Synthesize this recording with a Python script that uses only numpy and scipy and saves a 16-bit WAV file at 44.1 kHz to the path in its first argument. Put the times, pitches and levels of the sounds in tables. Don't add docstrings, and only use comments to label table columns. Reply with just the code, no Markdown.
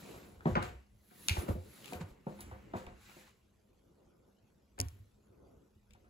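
import sys
import numpy as np
from scipy import signal
from scipy.fft import rfft, irfft, next_fast_len
from scipy.io import wavfile
from scipy.ndimage import uniform_filter1d

SR = 44100
rng = np.random.default_rng(int(sys.argv[2]) if len(sys.argv) > 2 else 0)


def natural_amplitude(level_db):
    exponent = np.asarray(level_db, float) / 20
    return 10 ** exponent


def put_to_file(sound):
    columns = np.atleast_2d(sound).T
    safe = np.clip(columns, -1, 1)
    whole_steps = np.round(safe * 32767)
    wavfile.write(sys.argv[1], SR, whole_steps.astype(np.int16))


N = 268569


def unit(x):
    return x / np.sqrt(np.mean(x ** 2) + 1e-20)


def along(points, f_hz):
    f, value = np.transpose(points)
    return np.interp(np.log(f_hz + 1), np.log(f + 1), value)


def filtered(x, response):
    m = next_fast_len(N + SR // 2)
    f_hz = np.fft.rfftfreq(m, 1 / SR)
    return irfft(rfft(x, m) * response(f_hz), m)[..., :N]


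def resonant(modes):
    def mode(f, k, centre, width, db):
        return (-1) ** k * natural_amplitude(db) * 1j * f * width / (centre * centre - f * f + 1j * f * width)
    return lambda f: sum(mode(f, k, *row) for k, row in enumerate(modes))


# f/Hz, correlation/1
LIKENESS = [(60, 0.93), (200, 0.89), (500, 0.067), (1500, 0.33), (8000, 0.62)]


def rush(spectrum, patchy_db, grain_db):
    grains = natural_amplitude(grain_db * unit(uniform_filter1d(rng.standard_normal(N), size=60)))
    z = signal.stft(grains * rng.standard_normal((2, N)), nperseg=512)[2]
    field = uniform_filter1d(rng.standard_normal(z.shape[1:]), size=3, axis=0)
    field = uniform_filter1d(field, size=8, axis=1)
    pair = signal.istft(z * natural_amplitude(patchy_db * unit(field)), nperseg=512)[1][:, :N]

    def mid_side(f):
        angle = np.arccos(np.clip(along(LIKENESS, f), -1, 1)) / 2
        return natural_amplitude(along(spectrum, f)) * np.array([np.cos(angle), np.sin(angle)])

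    mid, side = filtered(pair, mid_side)
    return unit(np.array([mid + side, mid - side]))


def swells(rows, gain_db, follows):
    t_s, db, rise_s, fall_s, colour_db = np.transpose(rows)[..., None]
    late_s = np.arange(0, N + 64, 64) / SR - t_s
    below_db = 20 * np.where(late_s < 0, -late_s / rise_s, late_s / fall_s) ** 1.265
    power = natural_amplitude(db + gain_db + follows * colour_db - below_db) ** 2
    gain = np.sqrt(np.sum(power, axis=0))
    return np.interp(np.arange(N) / 64, np.arange(len(gain)), gain)


# t/s, left lag/samples
PORT_LAG = [(.5, -12), (.54, -20), (1.45, -19), (1.9, -12), (2.1, 12), (3.3, 12), (4.7, -19), (5.2, -19),
            (5.5, 12)]


def add(track, t_s, sound, pan_db):
    lag = np.interp(t_s, *np.transpose(PORT_LAG)) / 2
    for port, sign in zip(track, (1, -1)):
        rest = port[round(t_s * SR + sign * lag):][:len(sound)]
        rest += natural_amplitude(sign * pan_db / 2) * sound[:len(rest)]


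def burst(t60_s, attack_s):
    t = np.arange(SR // 2) / SR
    return rng.standard_normal(len(t)) * natural_amplitude(-60 * t / t60_s) * (1 - np.exp(-t / attack_s))


# f/Hz, density/dB
HUM = [(12, -55.5), (25, -16), (59, -1.5), (115, -8), (330, -34), (900, -35.5), (1170, -68.5), (1980, -120)]


def hum():
    return natural_amplitude(-74) * rush(HUM, patchy_db=2.5, grain_db=-4.0)


# f/Hz, density/dB
HISS = [(300, -30), (700, -2), (2000, -6), (8000, -11), (12800, -11), (14500, -22), (15800, -26),
        (16100, -70)]


def hiss():
    return natural_amplitude(-81) * rush(HISS, patchy_db=4.0, grain_db=1.7)


# f/Hz, density/dB
BOOM = [(150, -47.5), (195, -2), (210, -1), (225, -7.5), (290, -50.5)]
# t/s, level/dB
WEIGHT = [(0, -67), (.6, -66.5), (1, -78), (1.2, -66.5), (1.9, -68), (2.2, -72.5), (2.45, -60), (3, -72),
          (3.4, -80.5), (6.09, -75.5)]


def boom():
    level_db = np.interp(np.arange(N) / SR, *np.transpose(WEIGHT))
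    return natural_amplitude(level_db) * rush(BOOM, patchy_db=1.5, grain_db=2.5)


# peak t/s, level/dB, 20 dB rise/s, 20 dB fall/s, sway over rumble/dB
SHIFTS = [(.07, -52, 0.14, 0.43, -25), (.45, -64.5, 0.81, 0.15, 4.5), (.55, -50, 0.098, 0.14, 13.5),
          (.66, -52, 0.15, 0.17, 2), (.95, -74, 0.12, 0.14, 11), (1.2, -69.5, 0.35, 0.15, -12),
          (1.44, -45.5, 0.21, 0.02, -3), (1.51, -37.5, 0.061, 0.036, -12), (1.67, -59.5, 0.057, 0.15, 0),
          (1.98, -53.5, 0.41, 0.29, -20), (2.43, -59, 0.19, 0.44, -0.5), (2.73, -63, 0.46, 0.48, -14),
          (2.92, -60.5, 0.52, 0.16, 3), (3.14, -72.5, 0.78, 1.04, -1), (3.97, -68, 0.57, 1.7, -10.5),
          (4.94, -71, 0.34, 0.33, 7), (5.47, -61.5, 0.4, .35, -7.5), (6.08, -70, 0.52, 0.27, 3.5)]
# f/Hz, density/dB
RUMBLE = [(76, -33.5), (130, -3), (220, -6.5), (370, -4.5), (520, -7), (756, -17), (1500, -24), (2200, -91)]
# f/Hz, density/dB
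SWAY = [(15, -120), (35, -10), (55, 0), (85, -1), (130, -8), (180, -40), (300, -120)]


def grip():
    rumble = rush(RUMBLE, patchy_db=2.2, grain_db=0.5)
    sway = rush(SWAY, patchy_db=1.5, grain_db=0)
    return swells(SHIFTS, 0, 0) * rumble + swells(SHIFTS, 0, 0.96) * sway


# peak t/s, level/dB, 20 dB rise/s, 20 dB fall/s, brightness/dB
STROKES = [(.11, -62.5, 1, 0.34, -1), (.48, -63, 0.053, 0.32, -3), (.628, -56, 0.01, 0.12, -3),
           (1.27, -62.5, 0.24, 0.19, 2.5), (1.39, -55, 0.099, 0.11, 1), (1.49, -59.5, 0.024, 0.1, -0.5),
           (1.95, -60.5, 0.52, 0.072, 0), (2.012, -58, 0.017, 0.035, -4), (2.1, -72, 0.17, 0.09, -2),
           (2.3, -71.5, 0.056, 0.49, -1), (2.41, -62, 0.013, 0.041, 3.5), (2.6, -82, 1, 0.81, -12.5),
           (2.77, -61, 0.028, 0.12, -2.5), (2.9, -76.5, 0.3, 0.069, -10), (3.08, -65.5, 0.18, 0.31, -2.5),
           (3.2, -67, 0.22, 0.11, -1), (3.29, -71, .15, .06, -3.5), (4.82, -73, 0.059, 0.31, 0.5)]
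# f/Hz, density/dB
DRAG = [(400, -60), (800, -5), (1500, -3), (2200, -3), (2900, -6), (4200, -30)]
# f/Hz, density/dB
RUSTLE = [(1800, -44.5), (2800, -13), (3900, -6), (5500, -13), (7200, -9.5), (8600, -12), (9500, -59.5)]
# f/Hz, density/dB
SHEEN = [(7500, -47), (8500, -3), (10000, -3.5), (12000, -5.5), (14500, -4), (15800, -12.5), (16100, -55)]


def cloth():
    drag = swells(STROKES, 0, -1) * rush(DRAG, patchy_db=2.5, grain_db=2.0)
    rustle = swells(STROKES, 0, 0) * rush(RUSTLE, patchy_db=0.0, grain_db=-1.0)
    sheen = swells(STROKES, 2.5, 2.2) * rush(SHEEN, patchy_db=4.5, grain_db=0.0)
    return drag + rustle + sheen


# t/s, level/dB, hardness/dB, t60/s
KNOCKS = [(0.139, -54.5, -8, 0.97), (0.407, -67.5, 10, 0.066), (0.455, -27, -20.5, 0.092),
          (0.466, -29, -30.5, 0.3), (0.554, -26, -5.5, 0.063), (0.566, -28.5, -11, 0.27),
          (0.622, -41.5, -1.5, 0.2), (1.11, -61.5, -5, 0.25), (1.286, -46.5, 0, 0.29),
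          (1.366, -40, -7.5, 0.35), (1.483, -34, -17.5, 0.059), (1.497, -60, -26, 0.075),
          (1.55, -40, -47, 0.28), (1.921, -35, -42, 0.18), (1.943, -53, -2.5, 0.48),
          (2.009, -51, -4.5, 0.14), (2.266, -34, -35.5, 0.26), (2.389, -56, 2, 0.35),
          (2.512, -48.5, -8.5, 0.29), (2.735, -33, -19.5, 0.28), (2.759, -44.5, -15, 0.15),
          (2.866, -48, -13, 0.25), (3.088, -60.5, -11, 0.49), (3.164, -54, -28, 0.39),
          (4.78, -50, -6, 0.27), (4.792, -38.5, -28, 0.12), (5.947, -63.5, -9, 0.085),
          (6.043, -77, 6, 0.37)]
# f/Hz, width/Hz, level/dB
FLOOR_MODES = [(147, 38, 5), (211, 68, 7), (359.3, 39, 2.5), (518.7, 39, 2.5), (645, 170, -3),
               (720.4, 18, 4), (914, 93, -1), (1106, 67, 1), (1220, 430, -7)]
# f/Hz, density/dB
EDGE = [(590, -51), (1000, -3.5), (1500, 5), (2500, -8), (4500, -19), (8300, -35.5), (11700, -96.5),
        (19800, -120)]


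def padded(modes, top_hz):
    return lambda f: resonant(modes)(f) / (1 + 1j * f / top_hz) ** 2


def knocks():
    body, boards, upper, edge = np.zeros((4, 2, N))
    for t_s, db, hard_db, t60_s in KNOCKS:
        force = burst(0.043, 0.00072) + natural_amplitude(-4.0) * burst(0.7 * t60_s, 0.00038)
        add(body, t_s, natural_amplitude(db + 17) * force, -1)
        force = burst(0.044, 0.001) + natural_amplitude(-7) * burst(t60_s, 0.00077)
        add(boards, t_s, natural_amplitude(db + 21.5) * force, 2.2)
        force = burst(0.075, 0.00079) + natural_amplitude(-12) * burst(1.4 * t60_s, 0.00023)
        add(upper, t_s, natural_amplitude(db + 0.39 * hard_db + 24.0) * force, 2.6)
        force = burst(0.021, 0.00017) + natural_amplitude(-8.5) * burst(0.93 * t60_s, 0.0012)
        add(edge, t_s, natural_amplitude(db + hard_db + 16.0) * force, 1.8)
    low = filtered(body, padded(FLOOR_MODES[:2], top_hz=374))
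    middle = filtered(boards, padded(FLOOR_MODES[2:5], top_hz=870))
    high = filtered(upper, padded(FLOOR_MODES[5:], top_hz=1770))
    bright = filtered(edge, lambda f: natural_amplitude(along(EDGE, f)))
    return low + middle + high + bright


# t/s, level/dB, f/Hz, t60/s
THUMPS = [(0.14, -52, 87.5, 0.18), (0.492, -31.5, 129, 0.092), (0.639, -45, 106, 0.073),
          (0.676, -44, 83, 0.045), (1.381, -24.5, 80, 0.072), (1.499, -22, 91.4, 0.062),
          (1.534, -35, 67, 0.14), (1.577, -36, 88, 0.14), (.75, -47, 63.3, 0.18), (2.109, -49, 47.7, 0.085),
          (1.952, -43, 83.5, 0.16), (2.008, -34, 165.7, 0.084), (2.032, -38.5, 95, 0.11),
          (2.467, -49.5, 68, 0.44), (2.508, -47, 98, 0.18), (2.753, -37, 95, 0.077),
          (2.871, -39, 61.9, 0.041), (2.929, -52, 64.7, 0.15), (4.8, -42, 266.6, 0.13),
          (4.827, -30.5, 89.4, 0.059), (4.855, -34, 83, 0.12), (4.922, -53, 99, 0.24),
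          (4.997, -49, 101.3, 0.18), (5.299, -56, 103.7, 0.083), (5.564, -55, 75.7, 0.077),
          (5.759, -52, 82.5, 0.049), (5.892, -56, 61, 0.073), (5.926, -48, 65.4, 0.045),
          (.4585, -24, 158, .075),
    (.5585, -24, 160, .06),
    (.601, -33, 112, .07),
    (1.3082, -23, 87, .08),
    (4.7975, -30, 92, .1),
]


def thumps():
    out = np.zeros((2, N))
    t = np.arange(SR // 2) / SR
    for t_s, db, f_hz, t60_s in THUMPS:
        swell = (1 - np.exp(-t / 0.0026)) ** 2 * natural_amplitude(-60 * (t / t60_s) ** 1.38)
        add(out, t_s, -natural_amplitude(db + 1.0) * swell * np.sin(2 * np.pi * f_hz * t), -1.3)
    return out


# t/s, level/dB, top/dB, t60/s, left-right/dB
CLICKS = [(0.626, -51.5, -11, 0.02, -6), (1.2849, -26, -10.5, 0.008, 4), (1.2939, -30.5, -18, 0.02, -4.5),
          (1.843, -55, -14, 0.014, 9.5), (1.8576, -51, -8.5, 0.011, -5), (1.879, -58.5, -11, 0.0086, 10),
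          (1.9328, -50, -11.5, 0.017, 5), (2.407, -51.5, -3.5, 0.0047, -2),
          (2.8653, -56.5, -25, 0.022, -2.5), (4.789, -53, -5.5, 0.01, 7), (5.9069, -70, -14.5, 0.021, 8),
          (5.9344, -66, -12.5, 0.019, 3.5)]
# t/s, level/dB, top/dB, t60/s, left-right/dB
LATCH = [
    (4.8021, -35.5, 5.7, 0.0018, 0.93),
    (4.8135, -38, 1.8, 0.0013, 0.67),
    (4.8853, -57, 3.4, 0.0021, 0.81),
    (4.8902, -65, 5, 0.0024, 1),
]
# f/Hz, width/Hz, level/dB
CATCH_MODES = [(1400, 900, -14), (2345, 260, 0), (2800, 330, -1), (3700, 700, -6), (4600, 1000, -10)]
# f/Hz, width/Hz, level/dB
SHELL_MODES = [(7000, 6000, 1), (11090, 2800, 1), (13900, 1400, -5.5)]


def clicks():
    catch, shell = np.zeros((2, 2, N))
    rows = [(*row, -16) for row in CLICKS] + [(*row, -49.5) for row in LATCH]
    for t_s, db, top_db, t60_s, pan_db, rattle_db in rows:
        force = burst(t60_s, 0.000069) + natural_amplitude(rattle_db) * burst(0.28, 0.002)
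        add(catch, t_s, natural_amplitude(db + 17.5) * force, 2.8 * pan_db)
        force = burst(0.99 * t60_s, 0.000067) + natural_amplitude(rattle_db - 9) * burst(0.4, 0.0027)
        add(shell, t_s, natural_amplitude(db + top_db + 24.0) * force, 0.14 * pan_db)
    return filtered(catch, resonant(CATCH_MODES)) + filtered(shell, resonant(SHELL_MODES))


# f/Hz, t60/s
ROOM_T60 = [(100, 0.16), (600, 0.083), (3000, 0.51), (5500, 0.037), (10000, 0.04)]


def room(x):
    f_hz, t, z = signal.stft(rng.standard_normal((2, SR // 2)), SR, nperseg=256)
    decay = natural_amplitude(-60 * t / along(ROOM_T60, f_hz)[:, None])
    tail = signal.istft(z * decay, SR, nperseg=256)[1]
    late = np.pad(x, ((0, 0), (300, 0)))
    return signal.fftconvolve(late, tail / np.linalg.norm(tail[0]), axes=1)[:, :N]


def scene():
    blows, bounce, ticks = knocks(), thumps(), clicks()
    far_ticks = natural_amplitude(-17) * filtered(ticks, lambda f: 1 / (1 + 1j * f / 3500) ** 2)
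    echo = room(natural_amplitude(-10) * blows + natural_amplitude(-35.5) * bounce + far_ticks)
    contacts = blows + bounce + ticks + echo
    return hum() + hiss() + boom() + grip() + cloth() + contacts


def band_limit(x):
    return signal.sosfilt(signal.butter(12, 16990, fs=SR, output="sos"), x)


# centre f/Hz, half width/Hz
QUIET_BANDS = [(9050, 620), (13650, 800)]


def record(dry):
    def band_gaps(f):
        notch = np.prod([natural_amplitude(-36 * np.exp(-((f - c) / w) ** 4)) for c, w in QUIET_BANDS], axis=0)
        limit = natural_amplitude(-13 * (1 + np.tanh((f - 15900) / 120)))
        return notch * limit

    mix = filtered(dry, band_gaps)
    return band_limit(mix)


dry = scene()
out = record(dry)
put_to_file(out)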